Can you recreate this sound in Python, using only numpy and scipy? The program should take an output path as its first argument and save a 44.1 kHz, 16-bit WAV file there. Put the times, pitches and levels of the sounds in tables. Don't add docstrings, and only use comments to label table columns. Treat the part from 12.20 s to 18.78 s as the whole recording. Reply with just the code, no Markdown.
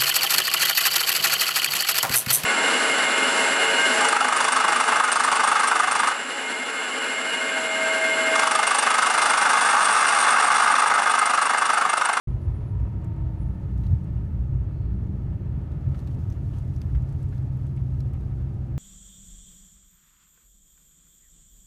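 import sys
import numpy as np
from scipy import signal
from scipy.fft import rfft, irfft, next_fast_len
from scipy.io import wavfile
from scipy.ndimage import uniform_filter1d, map_coordinates

SR = 44100
rng = np.random.default_rng(int(sys.argv[2]) if len(sys.argv) > 2 else 0)


def transcribe(signal):
    frames = np.atleast_2d(signal).T
    limited = np.clip(frames, -1, 1)
    pcm = np.round(limited * 32767).astype(np.int16)
    wavfile.write(sys.argv[1], SR, pcm)


N = 290178

# (time [s], cabin boom [dB], body rumble [dB])
SHAKE_LEVELS = [(0, -32.5, -33.5), (.6, -35.5, -26.5), (1.1, -32.5, -32.5), (2.8, -33.5, -30.5),
                (3.7, -38.5, -35), (4.7, -34, -29.5), (5.4, -39, -30.5), (6.6, -40.5, -34)]
# (peak time [s], half length [s], lift [dB], hardness [0-1])
ROAD_BUMPS = [(0.116, .07, 16, 0.09), (0.293, 0.017, 7, .95), (0.607, 0.074, 12.5, 0.03),
              (1.58, 0.032, 10, 0.72), (1.724, 0.055, 16, 0.8), (1.87, .06, -9.5, .55),
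              (2.005, 0.024, 8, 1), (2.22, .12, 8, 0), (2.745, 0.068, 8.5, 0.1), (3.149, 0.062, 5.5, 0.7),
              (3.685, 0.044, 8, 1), (4.085, 0.029, 11.5, 1), (4.2, 0.044, 9, .05),
              (4.723, 0.061, 8.5, 0.37)]
# (time [s], pitch [Hz], level [dB], throb depth [dB])
TYRE_AIR = [(0, 127, -35.5, 4), (1.2, 127, -39, 4), (3, 128.5, -34.5, 4), (4, 129, -35, 4),
            (4.5, 131.5, -33.5, 2.5), (5.3, 129.5, -31.8, 2.6), (6.6, 127.5, -32, 3)]
# (time [s], floor [dB], panels [dB], tread roar [dB])
ROAD_LEVELS = [(0, -43, -47, -53.5), (1, -40, -48, -54.5), (1.7, -35.5, -47.5, -56),
               (2.3, -40.5, -48, -56.5), (2.9, -36.5, -45.5, -56), (3.7, -39.5, -45.5, -54.5),
               (5.3, -41, -49.5, -57), (5.95, -40.5, -47, -57.5), (6.6, -43.5, -47, -57)]
# (time [s], speed [turns/s])
ENGINE_SPEED = [(0, 44.4), (.75, 40.9), (1.35, 38.3), (2.4, 37.2), (4.15, 38.1), (4.7, 37.5), (5.5, 34.4),
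                (5.9, 33.6), (6.6, 33.2)]
# (multiple of the crankshaft speed, level [dB])
ENGINE_TONES = [(2, -36), (3, -45), (4, -43.5), (5, -56.5), (6, -64), (7, -57.5), (8, -53), (10, -61.5),
                (11, -66), (14, -71), (16, -67), (18, -68.5), (22, -75.5), (24, -74.5), (25, -75),
                (47, -78.5)]
# (time [s], level [dB])
GEAR_LEVELS = [(0, -61.5), (1.15, -59.5), (2.7, -74), (5.3, -72.5), (6, -64), (6.6, -67)]
# (time [s], level [dB])
SPRAY_LEVELS = [(0, -73), (.9, -77.5), (1.65, -73.5), (2.3, -77.5), (3.45, -77), (3.9, -70.5), (4.7, -71.5),
                (5.7, -72.5), (6.6, -75.5)]
# (peak time [s], half length [s], lift [dB])
PUDDLE_SWISHES = [(1.654, 0.05, 5.5), (3.322, .02, 4.5), (3.789, 0.027, 6), (4.365, 0.046, 4.5),
                  (5.168, .05, 1.5)]
# (time [s], level [dB], ring [Hz])
GLASS_HITS = [(.844, -57, 7800), (1.577, -60, 5100), (1.638, -60.5, 3700), (1.666, -55.5, 4230),
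              (3.518, -60.5, 3700), (3.791, -55.5, 4050), (3.873, -53, 3970), (4.1, -55, 6040),
              (4.124, -56.5, 6070), (4.385, -57, 9000), (4.562, -55.5, 5660), (4.6155, -49.5, 4830),
              (4.822, -64, 7340), (4.89, -62, 8600), (4.925, -59.5, 8800), (5.028, -58.5, 8900),
              (5.178, -61, 4160), (5.371, -63.5, 11900), (5.467, -62, 9200), (5.564, -61.5, 8550),
              (5.804, -52.5, 4820), (5.934, -59.5, 11600)]
# (time [s], level [dB], ring [Hz], time to fade by 60 dB [s])
TRIM_HITS = [(1.634, -61, 3900, .12), (1.97, -64, 2700, .08), (3.744, -48.5, 1400, .05),
             (3.873, -60, 3800, .04), (4.334, -60, 3000, .08), (4.616, -56, 2900, .035),
             (4.747, -51.5, 2150, .08), (5.122, -56.5, 1500, .14), (5.572, -58, 2400, .05),
             (5.937, -54.5, 1200, .12), (5.948, -63, 2800, .08), (6.208, -59, 900, .1)]
# (peak time [s], half length [s], pitch [Hz], level [dB])
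BRAKE_CHIRPS = [(.12, .05, 9680, -76), (.23, .045, 9720, -77), (.36, .065, 9750, -76),
                (.48, .05, 9820, -75.5), (1.22, .03, 9685, -71.5), (1.3, .055, 9715, -79)]
# (peak time [s], half length [s], pitch [Hz], width [Hz], level [dB])
DISC_RUBS = [(2.35, .16, 6550, 90, -87), (2.62, .14, 4300, 600, -79), (3.02, .13, 6560, 90, -91)]

# (frequency [Hz], relative level [dB])
BODY_SPECTRUM = [(20, -46), (42, -21), (54, -10), (66, -9), (78, 1), (95, 1.5), (110, 1), (125, -11.5),
                 (160, -28), (400, -83.5)]
SWAY_SPECTRUM = [(8, -16.5), (16, -14.5), (25, -7), (40, 0), (50, 0.5), (65, -16.5), (200, -78.5)]
FLOOR_SPECTRUM = [(100, -31.5), (130, -6), (145, 5.5), (160, -1), (182, 1), (200, -1.5), (220, -21.5),
                  (260, -26), (500, -71.5)]
PANEL_SPECTRUM = [(120, -39.5), (190, -6.5), (225, 4), (290, -1), (345, -0.5), (390, -9.5), (450, -13),
                  (520, -28.5), (800, -48.5), (2000, -88)]
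TREAD_SPECTRUM = [(250, -21.5), (430, 0), (520, 1.5), (700, 0.5), (950, -5), (1100, -6.5), (1400, -9.5),
                  (1600, -12), (2100, -16), (2800, -21), (3800, -27), (5500, -36), (9000, -45),
                  (16000, -62.5)]
SPRAY_SPECTRUM = [(1000, -7), (3000, 3.5), (4500, 0.5), (6500, 0.5), (8500, -3), (11000, -4), (15000, -9)]
DROP_SPECTRUM = [(500, -18.5), (1500, 3), (4000, -1.5), (7000, -1.5), (10000, -5.5), (15000, -9)]
TRIM_SPECTRUM = [(300, -20), (700, 2), (2000, -1.5), (3000, -5.5), (5000, -15.5), (15000, -32)]
# (pitch [Hz], width [Hz], lift [dB])
PANEL_RINGS = [(264, 7.2, 2), (332, 4.5, 2.5), (412.7, 9, 9)]
TREAD_RINGS = [(556, 18, 5.5), (938, 35, 5), (1282, 50, 8), (1770, 55, 6), (2120, 60, 3), (2620, 160, 3.5),
               (2950, 120, 2.5), (3350, 150, 3), (4450, 250, 4)]
SPRAY_RINGS = [(4450, 450, 2), (6600, 300, 1)]


def rumble():
    boom_db, body_db = curves(SHAKE_LEVELS)
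    uneven_db = 1.34 * wobble(20)
    soft_db = uneven_db + sum(db * (1 - hard) * swell(s, half) for s, half, db, hard in ROAD_BUMPS)
    hard_db = uneven_db + sum(db * hard * swell(s, half) for s, half, db, hard in ROAD_BUMPS)
    boom = amp(boom_db + soft_db) * hum(58.93, width_hz=6.4, span_s=.09)
    body = amp(body_db + hard_db) * steady(noise(BODY_SPECTRUM), span_s=.11)
    tyres = tyre_hum(hard_db)
    sway = amp(-43.5 + uneven_db) * steady(noise(SWAY_SPECTRUM), span_s=.3)
    return boom + body + tyres + sway


def tyre_hum(jolt_db):
    hz, db, throb_db = curves(TYRE_AIR)
    phase = 2 * np.pi * np.cumsum(hz + 3.5 * wobble(20)) / SR
    return amp(db + .6 * jolt_db + throb_db * wobble(14)) * np.sqrt(2) * np.sin(phase)


def road():
    floor_db, panel_db, roar_db = curves(ROAD_LEVELS)
    patches_db = .8 * wobble(5)
    floor = amp(floor_db + patches_db) * steady(noise(FLOOR_SPECTRUM), span_s=.14)
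    panels = amp(panel_db + patches_db) * steady(noise(PANEL_SPECTRUM, PANEL_RINGS), span_s=.17)
    tread = cabin_colour(noise(TREAD_SPECTRUM, TREAD_RINGS), spacing_hz=30, ripple_db=.9)
    return floor + panels + amp(roar_db + .8 * wobble(40)) * tread


def engine():
    speed, = curves(ENGINE_SPEED)
    gear_db, = curves(GEAR_LEVELS)
    angle = 2 * np.pi * np.cumsum(speed) / SR
    load_db = .16 * (gear_db - gear_db.mean())
    tones = sum(amp(db + load_db + 2.5 * wobble(4)) * np.sin(multiple * angle + .49 * wobble(12))
                for multiple, db in ENGINE_TONES)
    pulse = 1 + .6 * np.cos(angle)
    whine = pulse * np.sin(23 * angle + .9 * wobble(30))
    return tones + amp(gear_db + 1.6 * wobble(7)) * whine


def windscreen_drops():
    wet_db, = curves(SPRAY_LEVELS)
    drops_per_s = 9.9 * amp(wet_db - wet_db.max()) ** 2
    hits = np.flatnonzero(rng.random(N) < drops_per_s / SR)
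    size, pitch = rng.standard_normal((len(hits), 2)).T
    patter_db = wet_db[hits] + 3.5 + 1.5 * size
    patter_hz = 6760 * 2 ** (.6 * pitch)
    out = np.zeros(N)
    for s, db, hz in [*GLASS_HITS, *zip(hits / SR, patter_db, patter_hz)]:
        add(out, s, amp(db) * burst(DROP_SPECTRUM, hz, width_hz=900, lift_db=11, fade_s=.025, rise_s=.0004))
    return out


def trim_rattles():
    out = np.zeros(N)
    for s, db, hz, fade_s in TRIM_HITS:
        knock = burst(TRIM_SPECTRUM, hz, width_hz=500, lift_db=9, fade_s=fade_s, rise_s=.0015)
        add(out, s, amp(db) * knock)
    return out


def spray():
    wet_db, = curves(SPRAY_LEVELS)
    wet_db = wet_db + sum(db * swell(s, half) for s, half, db in PUDDLE_SWISHES)
    hiss = amp(wet_db + .9 * wobble(30)) * noise(SPRAY_SPECTRUM, SPRAY_RINGS)
    hits = rng.random(N) < 35 / SR
    strength = amp(np.minimum(3 * rng.exponential(size=N), 7))
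    fade = np.exp(-np.arange(SR // 20) / SR / .004)
    droplets = signal.fftconvolve(hits * strength, fade)[:N] * noise(DROP_SPECTRUM)
    return hiss + amp(wet_db - 2) * droplets


def brake():
    out = np.zeros(N)
    for s, half, hz, db in BRAKE_CHIRPS:
        phase = 2 * np.pi * np.cumsum(hz + 14 * wobble(80)) / SR
        out += amp(db + 2 * wobble(60)) * swell(s, half) * np.sin(phase)
    for s, half, hz, width_hz, db in DISC_RUBS:
        out += amp(db) * swell(s, half) * hum(hz, width_hz, span_s=.05)
    return out


def cabin_colour(x, spacing_hz, ripple_db):
    m = next_fast_len(N)
    position = np.fft.rfftfreq(m, 1 / SR) / spacing_hz
    ripple = map_coordinates(rng.standard_normal(SR // 10), [position], mode="mirror")
    return unit(irfft(rfft(x, m) * amp(ripple_db * ripple), m)[:N])


def hum(centre_hz, width_hz, span_s):
    m = next_fast_len(N + SR)
    detune = 2 * (np.fft.rfftfreq(m, 1 / SR) - centre_hz) / width_hz
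    ringing = irfft(rfft(rng.standard_normal(m)) / (1 + detune ** 2), m)
    return steady(ringing[:N], span_s)


def burst(spectrum, hz, width_hz, lift_db, fade_s, rise_s):
    t = np.arange(SR // 5) / SR
    shape = (1 - np.exp(-t / rise_s)) * np.exp(-np.log(1000) * t / fade_s)
    return noise(spectrum, [(hz, width_hz, lift_db)], size=len(t)) * shape / shape.max()


def noise(spectrum, rings=(), size=N):
    m = next_fast_len(size)
    hz = np.fft.rfftfreq(m, 1 / SR)
    points_hz, db = np.transpose(spectrum)
    gain = amp(np.interp(np.log(hz + 1), np.log(points_hz + 1), db))
    for centre, width, lift in rings:
        detune = 2 * (hz - centre) / width
        gain *= np.sqrt(1 + (amp(lift) ** 2 - 1) / (1 + detune ** 2))
    return unit(irfft(rfft(rng.standard_normal(m)) * gain, m)[:size])


def steady(x, span_s):
    power = np.abs(uniform_filter1d(x ** 2, max(int(span_s * SR), 2)))
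    return unit(x / np.sqrt(power + .018))


def swell(s, half):
    return np.exp(-((np.arange(N) / SR - s) / half) ** 2)


def wobble(rate):
    return map_coordinates(rng.standard_normal(int(N * rate / SR) + 4), [np.arange(N) * rate / SR])


def curves(rows):
    s, *columns = np.transpose(rows)
    return [np.interp(np.arange(N) / SR, s, column) for column in columns]


def add(track, s, sound):
    part = track[max(round(s * SR), 0):][:len(sound)]
    part += sound[:len(part)]


def amp(db):
    return 10 ** (np.asarray(db) / 20)


def unit(x):
    return x / np.sqrt(np.mean(x ** 2) + 1e-20)


def scene():
    return (rumble() + road() + engine() + spray() + windscreen_drops() + trim_rattles() + brake())[None]


def record(dry):
    start_s, rise_s, top_hz = .072, .004, 15400
    fade_in = np.clip((np.arange(N) / SR - start_s) / rise_s, 0, 1)
    m = next_fast_len(N + SR // 2)
    kept = np.fft.rfftfreq(m, 1 / SR) < top_hz
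    return irfft(rfft(dry * fade_in, m) * kept, m)[..., :N]


dry = scene()
out = record(dry)
transcribe(out)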